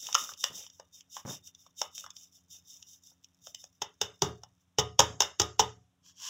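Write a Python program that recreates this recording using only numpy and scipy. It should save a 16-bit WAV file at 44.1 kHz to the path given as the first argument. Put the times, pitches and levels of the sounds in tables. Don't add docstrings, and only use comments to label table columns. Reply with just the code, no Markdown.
import sys
import numpy as np
from scipy import signal
from scipy.io import wavfile
from scipy.ndimage import uniform_filter1d

SR = 44100
rng = np.random.default_rng(int(sys.argv[2]) if len(sys.argv) > 2 else 0)


def inscribe(sig):
    pcm = np.round(np.clip(np.atleast_2d(sig).T, -1, 1) * 32767)
    wavfile.write(sys.argv[1], SR, pcm.astype(np.int16))


N = 277433
TIME = np.arange(N) / SR
EMPTY_S = 5

# t/s at the loudest point, half length/s, level/dB
SHAKES = [(.05, 0.072, -41), (.195, 0.05, -37.5), (.3, 0.027, -45.5), (.43, 0.053, -42.5),
          (.575, 0.057, -43), (.74, 0.053, -63.5), (.955, .038, -52.5), (1.15, .047, -46.5),
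          (1.305, .043, -41.5), (1.461, .028, -51), (1.61, 0.055, -59), (1.805, 0.039, -44),
          (1.98, 0.051, -46), (2.195, 0.06, -53), (2.35, 0.04, -57), (2.532, 0.042, -49),
          (2.715, 0.075, -52.5), (2.905, 0.055, -54.5), (3.07, 0.051, -57), (3.46, .043, -51),
          (3.61, .05, -56.5), (3.745, .035, -69), (4.145, .035, -68), (4.61, .02, -68)]
# f/Hz, level/dB
HISS_TONE = [(500, -39), (2300, -35), (2900, -13.5), (3700, -13.5), (4200, -25), (5300, -5), (6000, -1),
             (7100, -5), (7700, -13.5), (8900, -25), (10200, -19.5), (11000, -23), (15500, -14.5)]
# f/Hz, width/Hz, level/dB
HISS_PEAKS = [(3130, 70, 0), (3640, 90, 15), (5260, 100, 4), (5760, 90, 2), (7550, 200, -3),
              (10100, 150, 2), (11900, 400, -1)]
# f/Hz, level/dB
LANDING_TONE = [(60, -10.5), (150, -0.5), (420, -1), (700, -2), (1150, -7), (2200, -8.5), (3000, 3.5),
                (4500, -27), (9000, -47)]


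def powder():
    skew = 0.27
    stick_db, stick_s = 1.5, .014
    sticking = unit_rms(uniform_filter1d(rng.standard_normal(N), size=int(stick_s * SR)))
    flow = swells(SHAKES, skew) * amp(stick_db * sticking)
    fine = grains(per_s=16000, spread_db=1.5)
    coarse = amp(-7) * grains(per_s=220, spread_db=3.5)
    falling = grains(per_s=3500, spread_db=2)
    stray = grains(per_s=400, spread_db=2.2)
    grit = amp(-11) * grains(per_s=70, spread_db=0.9)
    wall = bowl_wall(HISS_TONE, HISS_PEAKS, tail_db=-13, tail_s=0.006)
    sliding = flow * unit_rms(through(fine + coarse + grit, wall))
    fade = np.clip((EMPTY_S - TIME) / .7, 0, 1)
    trickle = amp(-70.5) * fade * unit_rms(through(stray, wall))
    cushion_db_per_s = 1.5
    landing = swells(SHAKES, skew, delay_s=.025) * amp(-15.5 - cushion_db_per_s * TIME)
    return sliding + trickle + landing * unit_rms(through(falling, response(LANDING_TONE)))


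# t/s, length/s, level/dB
SLUMPS = [(.5, 0.14, -59), (1.251, 0.12, -45), (3.117, 0.032, -68), (4.219, .15, -42.5),
          (5.096, .12, -54.5)]
# f/Hz, level/dB
SLUMP_TONE = [(40, -42.5), (100, 2), (170, 3.5), (280, -4), (600, -7.5), (1100, -11.5), (2000, -23),
              (5000, -41.5)]


def slumps():
    thuds = through(grains(per_s=900, spread_db=2), response(SLUMP_TONE))
    out = np.zeros(N)
    for s, length, db in SLUMPS:
        count = int(length * SR)
        progress = np.arange(count) / count
        shape = progress ** 0.097 * (1 - progress) ** 1.3
        add(out, s, amp(db) * unit_rms(thuds[int(s * SR):][:count] * shape))
    return out


# t/s, level/dB, f/Hz
LUMPS = [(.088, -46, 960), (0.291, -47, 1280), (0.318, -54.5, 1184), (1.167, -41.5, 1005),
         (2.041, -49.5, 1310), (2.063, -47, 1150)]


def lumps(steel, plastic):
    out = np.zeros(N)
    for s, db, hz in LUMPS:
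        add(out, s, tap(steel, plastic, clink_db=db - 3, wall_db=db, wall_hz=hz))
    return out


# t/s, clink level/dB, contact time/s, box wall level/dB, box base f/Hz,
# weight of the blow/dB, wait until the bounce/s (0 for none)
KNOCKS = [(3.8181, -31.5, 0.0043, -39.5, 436, -55.5, 0.00075),
          (4.0137, -25.5, .0023, -38.5, 442, -46, 0.00072), (4.2201, -23, .002, -33, 400, -33.5, 0),
          (4.7848, -22, .009, -24, 467, -31.5, 0.0014), (4.992, -14, .0028, -20, 554, -31, .0105),
          (5.2047, -18.5, .0016, -31, 416, -48.5, .0155), (5.398, -20, .003, -31.5, 374, -34.5, .0188),
          (5.594, -18, 0.006, -18, 464, -33.5, 0)]
# f/Hz, level/dB, time to fade by 60 dB/s
BOWL_NOTES = [(428, 2, .28), (590, -8, .22), (730, -11, .35), (1010, -5, .2), (1120, -7, .22),
              (1235, -5, .3), (1410, -11, .15), (1615, -17, .22), (1920, -18, .15), (2834, -11, .2),
              (2955, -4, .18), (3338, -8, .15), (3460, -7, .16), (3646, -5, .2), (4735, -17, .13),
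              (5290, -13, .13), (5760, -11, .13), (6320, -12, .12), (6600, -12, .12)]
# f/Hz, level/dB, time to fade by 60 dB/s
COUNTER_NOTES = [(80.3, -2.5, 0.5), (112.8, -6, 0.69), (136, -8.5, 0.27), (182.6, -5.5, 0.29),
                 (280, -13.5, 0.21)]


def knocks(steel, plastic):
    out = np.zeros(N)
    for s, clink_db, contact_s, wall_db, base_hz, weight_db, bounce_s in KNOCKS:
        wall_hz = 877 * (1 + .025 * rng.standard_normal())
        base_db = (clink_db + weight_db) / 2 - 2.5
        bowl = ring(BOWL_NOTES, scatter_db=2, rise_s=.005, detune=.0015)
        counter = ring(COUNTER_NOTES, scatter_db=1.5, rise_s=.012)
        add(out, s, amp(clink_db) * clink(steel, contact_s, chatter_db=-12.5, chatter_s=0.023))
        rub = graze(steel, lead_s=0.0027)
        add(out, s - len(rub) / SR, amp(clink_db - 28) * rub)
        add(out, s, amp(clink_db - 11.5) * clink(plastic, contact_s, chatter_db=-10, chatter_s=0.04))
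        add(out, s, amp(base_db) * box_knock(base_hz, rise_s=0.0027))
        add(out, s + 0.00085, amp(wall_db) * box_knock(wall_hz, rise_s=0.0016))
        add(out, s, amp(weight_db + 3) * unit_hit(bowl))
        add(out, s, amp(weight_db) * unit_hit(counter))
        add(out, s, amp(weight_db + 0.5) * powder_jolt(fade_s=0.018))
        add(out, s, amp(weight_db - 25.5) * rim_note(s))
        if bounce_s:
            add(out, s + bounce_s, tap(steel, plastic, clink_db - 6, wall_db - 3.5, wall_hz))
    return out


# f/Hz, level/dB
JOLT_TONE = [(50, -28), (85, 5.5), (125, 4), (200, -9.5), (320, -6.5), (500, -12), (900, -10.5),
             (2000, -43.5)]


def powder_jolt(fade_s):
    t = np.arange(SR // 3) / SR
    burst = rng.standard_normal(len(t)) * np.exp(-t / fade_s)
    return unit_hit(through(burst, response(JOLT_TONE)))


# t/s, clink level/dB, box wall level/dB, box wall f/Hz, box base level/dB
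RIM_TAPS = [(.068, -38, -88, 900, -80), (.128, -34.5, -62, 1020, -83), (.1455, -25, -48, 1280, -65),
            (0.1505, -21.5, -24.5, 1240, -62), (.3366, -47, -72, 1110, -97),
            (0.4399, -24, -35, 1170, -42.5), (0.6649, -50, -66.5, 1020, -74), (.7004, -54, -87, 1200, -82),
            (.7978, -51, -49.5, 834, -50), (1.0078, -52, -83, 906, -94), (1.549, -52.5, -85, 1200, -86.5),
            (1.664, -59.5, -61.5, 1080, -67.5), (1.816, -28, -34.5, 890, -39.5),
            (1.9796, -41.5, -74, 1300, -67.5), (2.1047, -46.5, -74, 1230, -97),
            (2.166, -47.5, -79.5, 692, -72.5), (2.826, -49, -71, 880, -87), (3.2444, -52, -82.5, 1340, -89),
            (3.4699, -47.5, -59, 1270, -53.5), (3.547, -40.5, -75, 695, -79),
            (3.6405, -47.5, -61.5, 690, -73), (4.435, -47.5, -52.5, 825, -85)]


def rim_taps(steel, plastic):
    out = np.zeros(N)
    for s, clink_db, wall_db, wall_hz, base_db in RIM_TAPS:
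        rub = graze(steel, lead_s=0.0011)
        add(out, s - len(rub) / SR, amp(clink_db - 15.5) * rub)
        add(out, s, tap(steel, plastic, clink_db, wall_db, wall_hz))
        add(out, s, amp(base_db) * box_knock(hz=630, rise_s=0.0015))
        add(out, s, amp(base_db - 16) * rim_note(s))
    return out


def tap(steel, plastic, clink_db, wall_db, wall_hz):
    out = np.zeros(SR // 2)
    ringing = ring([note for note in BOWL_NOTES if note[0] > 900], scatter_db=3, rise_s=.004)
    add(out, 0, amp(clink_db) * clink(steel, 0.0014, chatter_db=-13.5, chatter_s=0.0042))
    add(out, 0, amp(wall_db - 6.5) * clink(plastic, 0.0039, chatter_db=-17.5, chatter_s=0.0074))
    add(out, 0, amp(wall_db) * box_knock(wall_hz, rise_s=0.001))
    add(out, 0, amp(wall_db - 11.5) * unit_hit(ringing))
    return out


def graze(steel, lead_s):
    t = np.arange(SR // 25) / SR
    return unit_hit(through(rng.standard_normal(len(t)), steel) * np.exp((t - t[-1]) / lead_s))


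def clink(material, contact_s, chatter_db, chatter_s):
    t = np.arange(SR // 4) / SR
    force = np.exp(-(t / (2 * contact_s)) ** 4) + amp(chatter_db) * np.exp(-t / chatter_s)
    return unit_hit(through(force * rng.standard_normal(len(t)), material))


def box_knock(hz, rise_s):
    t = np.arange(SR // 16) / SR
    return unit_hit(t ** 2 * np.exp(-1.5 * t / rise_s) * np.sin(2 * np.pi * hz * t))


def rim_note(s):
    full_hz, empty_hz, fade_s = 550, 723, .8
    fullness = np.clip(1 - s / EMPTY_S, 0, 1)
    hz = empty_hz + (full_hz - empty_hz) * fullness
    return ring([(hz, -12.5 * fullness, fade_s)], scatter_db=1, rise_s=.005, detune=.003)


def ring(notes, scatter_db, rise_s, detune=0.0089):
    t = np.arange(SR // 2) / SR
    hz, db, fade_s = np.transpose(notes)[:, :, None]
    db = db + scatter_db * rng.standard_normal(hz.shape)
    hz = hz * (1 + detune * rng.standard_normal(hz.shape))
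    waves = amp(db - 60 * t / fade_s) * np.sin(2 * np.pi * (hz * t + rng.random(hz.shape)))
    return waves.sum(0) * (1 - np.exp(-t / rise_s))


# f/Hz, level/dB
STEEL_TONE = [(150, -46.5), (500, -33.5), (1300, -18), (2350, -18.5), (3000, -1.5), (3750, -6.5),
              (4200, -18.5), (5400, 3.5), (6700, -1.5), (7400, -7), (8400, -27), (10200, -29.5),
              (15500, -22.5)]
# f/Hz, width/Hz, level/dB
STEEL_PEAKS = [(2800, 790, -11.5), (3611, 200, 6), (5150, 40, -4), (5930, 74, -3), (6600, 40, -5),
               (7700, 40, -3.5), (10250, 420, -1.5)]
# f/Hz, level/dB
PLASTIC_TONE = [(150, -39.5), (400, -25), (560, 2), (720, -3), (1250, 1), (1900, -5.5), (2400, -14),
                (4000, -29.5)]


def materials():
    return bowl_wall(STEEL_TONE, STEEL_PEAKS, tail_db=-12.5, tail_s=0.0097), response(PLASTIC_TONE)


def bowl_wall(tone, peaks, tail_db, tail_s):
    t = np.arange(SR // 16) / SR
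    shimmer = rng.standard_normal(len(t)) * np.exp(-t / tail_s) * (1 - np.exp(-t / 0.0076))
    shimmer *= amp(tail_db) / np.linalg.norm(shimmer)
    shimmer[0] = 1
    return signal.fftconvolve(response(tone, peaks), shimmer)


# t/s at the loudest point, half length/s, level/dB
PUSHES = [(6.08, 0.043, -56.5), (6.275, 0.076, -39.5)]
# f/Hz, level/dB
SCRAPE_TONE = [(150, -35), (700, -23), (1080, -8.5), (1330, -19.5), (1650, -12.5), (2250, -21.5),
               (3130, -1.5), (4250, -15.5), (5650, 0.5), (7300, -7), (8700, -25.5), (15000, -22)]


def box_slide():
    slips = grains(per_s=12000, spread_db=1.5)
    return swells(PUSHES, skew=0.079) * unit_rms(through(slips, response(SCRAPE_TONE)))


# f/Hz, time to fade by 60 dB/s
ECHO_FADE = [(100, 0.85), (500, 0.16), (1500, 0.27), (3500, 0.25), (7000, 0.6), (15000, 0.067)]
# f/Hz, level/dB
ECHO_TONE = [(100, -16), (400, -1.5), (900, -8), (2000, -4.5), (3200, -8), (6000, -24), (15000, -7.5)]


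def kitchen_echo(x, first_s=0.005):
    t = np.arange(SR // 2) / SR
    echoes = rng.choice([-1., 1.], len(t)) * (rng.random(len(t)) < 4000 / SR) * (t > first_s)
    hz, s, bands = signal.stft(echoes, SR, nperseg=256)
    decay = amp(-60 * s / value_at(ECHO_FADE, hz)[:, None])
    decay *= amp(value_at(ECHO_TONE, hz))[:, None] / np.sqrt(np.mean(decay ** 2, axis=1, keepdims=True))
    room = signal.istft(bands * decay, SR, nperseg=256)[1] / np.linalg.norm(echoes)
    return through(x, room)


# f/Hz, level/dB
AIR_TONE = [(25, -22), (55, -20), (80, 1), (120, -5), (170, -5), (220, -15.5), (270, -11.5), (400, -18.5),
            (1200, -19.5), (2200, -26), (3600, -21), (4300, -34), (6000, -26), (9000, -33), (16000, -38.5)]
# f/Hz, level/dB
HUM_NOTES = [(90, -71.5), (178, -70.5), (268, -75)]


def background():
    air = amp(-67.5) * unit_rms(through(rng.standard_normal(N), response(AIR_TONE)))
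    hum = sum(amp(db) * unit_rms(np.sin(2 * np.pi * (hz * TIME + rng.random()))) for hz, db in HUM_NOTES)
    return air + hum


def grains(per_s, spread_db):
    sizes = amp(spread_db * np.minimum(rng.exponential(1, N), 4))
    return unit_rms(rng.standard_normal(N) * sizes * (rng.random(N) < per_s / SR))


def swells(moves, skew, delay_s=0):
    t = TIME - delay_s
    power = np.zeros(N)
    for s, half_s, db in moves:
        width_s = half_s * (1 + skew * np.sign(t - s))
        power += amp(db) ** 2 * np.exp(-2 * ((t - s) / width_s) ** 2)
    return np.sqrt(power)


def amp(db):
    return 10 ** (np.asarray(db) / 20)


def unit_rms(x):
    return x / np.sqrt(np.mean(x ** 2) + 1e-20)


def unit_hit(x):
    return x / np.sqrt(np.sum(x ** 2) / (SR / 100) + 1e-20)


def value_at(table, hz):
    f, value = np.transpose(table)
    return np.interp(np.log(hz + 1), np.log(f + 1), value)


def add(mix, s, sound):
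    part = mix[max(round(s * SR), 0):][:len(sound)]
    part += sound[:len(part)]


def response(tone, peaks=(), size=4096):
    hz = abs(np.fft.fftfreq(size, 1 / SR))
    boost = sum(amp(db) / (1 + (2 * (hz - f) / width) ** 2) for f, width, db in peaks)
    gain = amp(value_at(tone, hz)) * (1 + boost)
    spectrum = np.exp(np.conj(signal.hilbert(np.log(gain))))
    return np.fft.ifft(spectrum).real[:size // 2]


def through(x, click):
    return signal.oaconvolve(x, click)[:len(x)]


def suppress(x, margin_db, depth_db):
    bands = signal.stft(x, SR, nperseg=512, noverlap=384)[2]
    power = uniform_filter1d(uniform_filter1d(abs(bands) ** 2, size=5, axis=-1), size=3, axis=-2)
    floor = np.percentile(power, 10, axis=-1, keepdims=True) * amp(margin_db) ** 2
    gain = np.maximum(power / (power + floor + 1e-20), amp(depth_db))
    return signal.istft(bands * gain, SR, nperseg=512, noverlap=384)[1][:, :N]


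def scene():
    steel, plastic = materials()
    hits = knocks(steel, plastic) + rim_taps(steel, plastic) + lumps(steel, plastic)
    rustle = powder() + slumps() + box_slide()
    return (hits + rustle + kitchen_echo(hits + amp(-2) * rustle) + background())[None]


def record(dry):
    ceiling, cutoff_hz = .8, 15750
    quiet = suppress(dry, margin_db=7.5, depth_db=-10)
    rounded = quiet / (1 + (quiet / ceiling) ** 4) ** .25
    lowpass = signal.firwin(255, cutoff_hz, window=("kaiser", 8), fs=SR)
    return signal.oaconvolve(rounded, lowpass[None], "same")


dry = scene()
out = record(dry)
inscribe(out)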